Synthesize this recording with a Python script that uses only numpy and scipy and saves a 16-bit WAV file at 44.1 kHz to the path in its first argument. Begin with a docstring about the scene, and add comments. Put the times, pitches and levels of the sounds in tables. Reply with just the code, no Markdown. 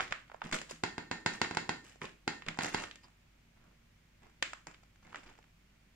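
"""A foil-plastic snack pouch is shaken over a china plate on a table in a small room, heard close in stereo.
First its film snaps and crinkles, fingers tap it, and dried flakes slide out and land softly. Then its stiff
edge knocks on the plate, which rings faintly while the table thumps. At 3 s the film squeaks as the pouch
is tipped back; after a lull, fingers pick inside it. Room air and an appliance hum lie under it all."""
import sys
import numpy as np
from scipy import signal
from scipy.fft import rfft, irfft, next_fast_len
from scipy.io import wavfile

SR = 44100
rng = np.random.default_rng(int(sys.argv[2]) if len(sys.argv) > 2 else 0)


def unload_audio(sound):
    """Save the sound as a 16-bit wav file, at the path given as the first command line argument."""
    columns = np.transpose(np.atleast_2d(sound))
    # keep every value between -1 and 1, then stretch to whole-number steps
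    steps = np.round(np.clip(columns, -1, 1) * 32767)
    wavfile.write(sys.argv[1], SR, steps.astype(np.int16))


N = 262395

# the pouch's edge hits the plate: (time [s], level [dB])
KNOCK_HITS = [(0.8371, -11), (.981, -20), (1.1138, -15), (1.262, -8), (1.4163, -8), (1.511, -21),
              (1.571, -11.5), (1.693, -12.5), (2.278, -11.5), (2.589, -14.5), (2.746, -12)]
# the pouch is tipped, squeezed or fingered: (start [s], level [dB], length [s], tilt [dB/octave])
RUSTLE_MOVES = [(0, -43, 0.034, -0.5), (0.104, -48.5, .014, -1.5), (0.433, -51.5, 0.036, -0.5),
                (0.52, -37.5, 0.028, 1), (0.686, -52.5, 0.032, 4), (1.322, -52, .03, 2.5),
                (1.838, -62.5, 0.083, 4.5), (2.009, -47, 0.044, -1), (2.46, -50.5, 0.053, -4.5),
                (2.615, -41, 0.063, 1.5), (2.722, -47, 0.022, 3.5), (2.761, -47, .075, 0),
                (3.028, -61.5, 0.017, 0), (3.56, -70.5, 0.16, -6), (4.217, -64.5, 0.053, -4),
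                (4.67, -53.5, 0.0089, -2.5), (5.021, -63.5, 0.13, -1.5), (5.161, -57, 0.029, 0.5),
                (5.225, -59.5, 0.079, -1.5)]


def knocks(usual_db=-12, brighten=0.86, rebound_s=.00164, rebound_share=.58, rebound_hz=3800):
    """The pouch wall pushes out and springs back, duller and inverted; harder knocks are brighter."""
    # tone of one push of the wall: (frequency [Hz], level [dB])
    wall_eq = [(30, -24), (90, 2.5), (280, -3.5), (420, -2), (880, -0.5), (1400, -3), (2100, -3.5),
               (3400, -11.5), (4700, -8.5), (6000, -19), (7100, -13.5), (9500, -30.5), (15000, -54)]
    out, spot_tail = np.zeros((2, N)), room_tail()
    rebound = lambda hz: np.exp(-2j * np.pi * hz * rebound_s) / (1 + 1j * hz / rebound_hz)
    for start, db in KNOCK_HITS:
        force_db = db - usual_db
        push = pulse(lambda hz: amp(along(wall_eq, hz) + brighten * force_db * hz / (hz + 2500)))
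        knock = -filtered(push, lambda hz: 1 - rebound_share * rebound(hz))
        # blows on nearly the same spot share part of their reverb
        tail = .5 * spot_tail + np.sqrt(1 - .5 ** 2) * room_tail()
        add(out, start, amp(db) * in_room(knock, tail, wet_db=-3.5, near_db=-5.5))
        add(out, start, amp(-39.5 + 0.79 * force_db) * plate_ring())
    return out


def plate_ring(waver_hz=45, waver_depth=.35):
    """The struck china rings, and loose flakes on it make the ring waver."""
    # modes of the plate: (frequency [Hz], level [dB], t60 [s])
    china_modes = [(1822, -7.5, .58), (4150, -12, .35), (6826, -13, .28)]
    waver = unit(filtered(rng.standard_normal(SR // 2), lambda hz: np.exp(-(hz / waver_hz) ** 2)))
    return ring(china_modes) * (1 + waver_depth * waver)


def snaps_and_taps():
    """Crisp snaps of the film and dull finger taps on the pouch, each heard on its own."""
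    # one snap or tap a row: (time [s], level [dB], pitch [Hz], treble [dB])
    hits = [(.0005, -22.5, 1070, -33), (.006, -17.5, 1580, -39), (.124, -17, 1610, -22),
            (.299, -43, 1000, -42), (.317, -38, 970, -32), (0.345, -38, 720, -33), (.418, -26.5, 1070, -44),
            (0.514, -28.5, 1510, -11), (.531, -20.5, 2470, -12), (.545, -19.5, 1980, -10),
            (.616, -26.5, 1580, -6), (.711, -27.5, 1740, 14), (1.447, -24.5, 1670, -28),
            (1.549, -24.5, 1710, -8), (2.0171, -30, 1560, -36), (2.422, -34, 1680, -30),
            (2.4854, -17.5, 2020, -15), (2.574, -35.5, 870, -17), (2.609, -21, 1700, -18),
            (2.646, -18.5, 1520, -9), (2.838, -25, 1490, -16), (2.9121, -32, 2770, -20),
            (2.9574, -35.5, 2630, -4), (4.426, -10.5, 2220, -11.5), (4.5333, -26, 1340, -14.5),
            (4.67, -28, 1170, -8), (4.745, -42, 2300, -22), (5.129, -40.5, 1090, -24),
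            (5.1456, -30.5, 1140, -34), (5.158, -28.5, 1620, -15.5), (5.389, -47, 600, -21)]
    out = np.zeros((2, N))
    for start, db, pitch_hz, treble_db in hits:
        add(out, start, amp(db) * film_click(pitch_hz, treble_db))
    return out


def film_click(pitch_hz, treble_db, sharpness=1.61, soft_hz=5500):
    """Creased or tapped, the film gives one heavily damped swing, plus a crack set by treble_db."""
    # tone of the crack: (frequency [Hz], level [dB])
    crack_eq = [(40, -20), (100, -4), (600, 2.5), (2600, -11), (3700, -16), (4900, 0.5), (6000, -4.5),
                (7300, 3), (9000, -15.5), (15000, -34.5)]
    detune = lambda hz: (hz / pitch_hz - pitch_hz / (hz + 1)) / 2
    swing = lambda hz: 1 / (1 + (sharpness * detune(hz)) ** 2) / (1 + (hz / soft_hz) ** 4)
    click = pulse(lambda hz: np.hypot(swing(hz), amp(along(crack_eq, hz) + treble_db)))
    return in_room(click, room_tail(), wet_db=-7.0, near_db=-2)


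def rustles(flake_hiss=0.21, attack_s=0.0065, release_s=.016):
    """Swarms of wrinkles over the hiss of sliding flakes; each builds, holds and dies away."""
    # tone of the wrinkling film: (frequency [Hz], level [dB])
    film_eq = [(60, -4), (200, 4.5), (500, -3.5), (900, -3.5), (2500, -5), (3700, -12.5), (5000, -12.5),
               (6000, -13.5), (7400, -14.5), (9500, -25.5), (15000, -39)]
    out = np.zeros((2, N))
    t = np.arange(SR // 2) / SR
    for start, db, length, tilt_db in RUSTLE_MOVES:
        grains = wrinkles(len(t)) + flake_hiss * rng.standard_normal(len(t))
        film = pulse(lambda hz: amp(along(film_eq, hz) + tilt_db * np.log2(1 + hz / 600)))
        squeeze = np.minimum(t / attack_s, 1) * np.exp(-np.maximum(t - length, 0) / release_s)
        swarm = unit(signal.fftconvolve(grains, film)[:len(t)]) * squeeze
        add(out, start, amp(db) * in_room(swarm, room_tail(), wet_db=-4.5, near_db=-5.5))
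    return out


def wrinkles(n, per_s=1100, low_hz=400, high_hz=13000, spread_db=5, cycles=1.22):
    """Tiny buckles at random moments, each a swing or two at its own pitch and size."""
    count = max(int(per_s * n / SR), 1)
    t = np.arange(400) / SR
    when, pitch, size = rng.random((count, 3)).T[..., None]
    hz = low_hz * (high_hz / low_hz) ** pitch
    strength = hz * amp(spread_db * np.minimum(-np.log(1 - size), 2))  # short high ones swing wider
    swings = strength * np.sin(2 * np.pi * hz * t) * np.exp(-hz * t / cycles)
    positions = (when * n).astype(int) + np.arange(len(t))
    return unit(np.bincount(positions.ravel(), swings.ravel(), n)[:n])


def stray_snaps(count=5, per_s=33, centre_hz=1600, over_rustle_db=10, spread_db=7.5, settle_s=.05):
    """Small creases give way at uneven intervals with each rustle, and fade as the film settles."""
    out = np.zeros((2, N))
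    for start, db, length, _ in RUSTLE_MOVES:
        for k in range(count):
            delay = (k + rng.random()) / per_s
            size, octaves = rng.uniform(-0.84, 1, 2)
            click = film_click(centre_hz * 2 ** octaves, treble_db=-12.5)
            settling = np.exp(-(max(delay - length, 0) / settle_s) ** 2)
            add(out, start + delay, amp(db + over_rustle_db + spread_db * size) * settling * click)
    return out


def table_thuds(knock_db=-46.5, attack_s=0.0008):
    """Soft landings, and the weight behind each knock, wake the low modes of the table top."""
    # flakes and the hand land by the plate: (time [s], level [dB])
    landings = [(0.448, -45), (0.539, -54), (0.728, -50), (2.02, -48.5), (2.48, -42.5)]
    # modes of the table top: (frequency [Hz], level [dB], t60 [s])
    table_modes = [(163.8, -2, 0.29), (233, 2.5, 0.11), (306, -11, 0.36)]
    out = np.zeros((2, N))
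    for start, db in landings + [(when, knock_db) for when, _ in KNOCK_HITS]:
        boom = ring(table_modes)
        attack = 1 - np.exp(-np.arange(len(boom)) / SR / attack_s)
        add(out, start, amp(db) * boom * attack)
    return out


def grip_ticks(per_s=14, centre_hz=1260, softest_db=-51.5, spread_db=2):
    """The film ticks faintly at random moments while the hands work it."""
    # the hands work the pouch: (start [s], end [s])
    grips = [(.25, 3.05), (4.6, 5.48)]
    out = np.zeros((2, N))
    for start, end in grips:
        for when, size, pitch in rng.random((round(per_s * (end - start)), 3)):
            click = film_click(centre_hz * 2 ** (2 * pitch - 1), treble_db=-14)
            db = softest_db + spread_db * min(-np.log(1 - size), 2)
            add(out, start + when * (end - start), amp(db) * click)
    return out


def squeak(peak_s=3.044, db=-62, swell_s=0.015, pitch_hz=4850, width_hz=450):
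    """The film rubs against itself with one thin chirp as the pouch is tipped back."""
    rub = filtered(rng.standard_normal(N), lambda hz: np.exp(-((hz - pitch_hz) / width_hz) ** 2))
    swell = np.exp(-((np.arange(N) / SR - peak_s) / swell_s) ** 2)
    return amp(db) * unit(rub) * swell


def room_tone(air_db=-67.5):
    """A quiet bed of room air and a low appliance hum."""
    # tone of the air: (frequency [Hz], level [dB])
    air_eq = [(20, -14), (46, -14), (63, -19.5), (90, -11), (240, -19.5), (500, -31), (1200, -30),
              (2300, -26.5), (3800, -34), (7000, -38.5), (10000, -46), (15500, -45.5)]
    # partials of the appliance: (frequency [Hz], level [dB])
    partials = [(49, -70.5), (165, -80), (230, -82)]
    t = np.arange(N) / SR
    hum = sum(amp(db) * np.sqrt(2) * np.sin(2 * np.pi * (hz * t + rng.random())) for hz, db in partials)
    return amp(air_db) * unit(diffuse(N, air_eq)) + hum


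def in_room(sound, tail, wet_db, near_db):
    """The direct sound, its early reflections, then the room's reverb."""
    echoes = amp(wet_db) * tail + amp(near_db) * early_reflections(tail.shape[-1])
    out = signal.fftconvolve(sound[None], echoes, axes=1)
    add(out, 0, sound)
    return out


def early_reflections(n, decay_s=0.0023):
    """The table and the bottles on it scatter the sound within a few milliseconds."""
    t = np.arange(n) / SR
    cluster = diffuse(n, [(100, 0)]) * np.exp(-t / decay_s) * (1 - np.exp(-2 * t / decay_s))
    return cluster / np.linalg.norm(cluster) * np.sqrt(2)


def room_tail(build_s=0.0027):
    """The reverb builds up, then dies away at its own speed for each frequency."""
    # decay of the reverb: (frequency [Hz], t60 [s])
    decay_times = [(100, 0.58), (700, 0.32), (2000, 0.31), (5000, 0.34), (14000, 0.49)]
    # tone of the reverb: (frequency [Hz], level [dB])
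    reverb_eq = [(60, -6), (150, -3.5), (300, 4), (600, -1), (1700, 5), (4000, 4), (7500, 0.5),
                 (14000, -1.5)]
    hz, t, spectra = signal.stft(diffuse(SR // 2, reverb_eq), SR, nperseg=256)
    fade = amp(-60 * t / along(decay_times, hz)[:, None]) * (1 - np.exp(-(t / build_s) ** 2))
    tail = signal.istft(spectra * fade, SR, nperseg=256)[1]
    return tail / np.linalg.norm(tail[0])


def diffuse(n, eq):
    """Stereo noise from all sides: alike in the bass, unrelated in the treble."""
    # likeness of left and right: (frequency [Hz], correlation [0-1])
    likeness = [(60, 1), (200, 0.93), (600, 0), (1400, 0.3), (3000, 0)]
    width = lambda hz: np.arccos(np.clip(along(likeness, hz), -1, 1)) / 2
    gains = lambda hz: amp(along(eq, hz)) * [np.cos(width(hz)), np.sin(width(hz))]
    mid, side = filtered(rng.standard_normal((2, n)), gains)
    return np.array([mid + side, mid - side])


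def ring(modes):
    """Damped modes, struck at slightly new strengths each time."""
    t = np.arange(SR // 2) / SR
    return sum(amp(db + rng.standard_normal() - 60 * t / t60) * np.sin(2 * np.pi * hz * t)
               for hz, db, t60 in modes)


def pulse(gain, size=2048):
    """The tightest causal click with this gain over frequency, peak 1."""
    cepstrum = irfft(np.log(np.maximum(gain(np.fft.rfftfreq(size, 1 / SR)), 1e-6)))
    cepstrum[1:size // 2] *= 2
    cepstrum[size // 2 + 1:] = 0
    wave = irfft(np.exp(rfft(cepstrum)))
    return wave / np.abs(wave).max()


def filtered(x, response):
    """x through a frequency response."""
    n = x.shape[-1]
    padded = next_fast_len(n + 4096)
    return irfft(rfft(x, padded) * response(np.fft.rfftfreq(padded, 1 / SR)), padded)[..., :n]


def along(points, hz):
    """Read a curve of (frequency [Hz], value) points on a log axis."""
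    freqs, values = np.transpose(points)
    return np.interp(np.log(hz + 1), np.log(freqs + 1), values)


def add(track, start, sound):
    """Mix a sound into the track from start [s]."""
    part = track[..., max(round(start * SR), 0):][..., :sound.shape[-1]]
    part += sound[..., :part.shape[-1]]


def amp(db):
    """Decibels to gain."""
    return 10 ** (np.asarray(db) / 20)


def unit(x):
    """x scaled to an rms of 1."""
    return x / np.sqrt(np.mean(x ** 2) + 1e-20)


def scene():
    """Everything that happens at the table, over the quiet of the room."""
    return (knocks() + snaps_and_taps() + squeak() + table_thuds() + room_tone()
            + stray_snaps() + rustles() + grip_ticks())


def record(dry, top_hz=15750):
    """The two microphone ports differ in colour and phase; a steep low-pass cuts the very top."""
    # balance of the ports: (frequency [Hz], left minus right [dB])
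    balance = [(200, -0.5), (380, 1), (560, -14), (750, -7), (1000, -2.5), (2200, -2), (4400, 0.5),
               (6500, 6), (8200, 1.5), (12000, -3)]
    # phase between the ports: (frequency [Hz], left lead [rad])
    lead = [(120, 0), (340, 0.5), (780, -5.5), (1380, -5.5), (3270, -8), (3620, -7.5), (5680, -14.5),
            (6800, -17), (9040, -17)]
    ports = lambda hz: amp(along(balance, hz) * [[.5], [-.5]]) * np.exp(1j * along(lead, hz) * [[1], [0]])
    return filtered(filtered(dry, ports), lambda hz: 1 / (1 + (hz / top_hz) ** 120))


dry = scene()
out = record(dry)
unload_audio(out)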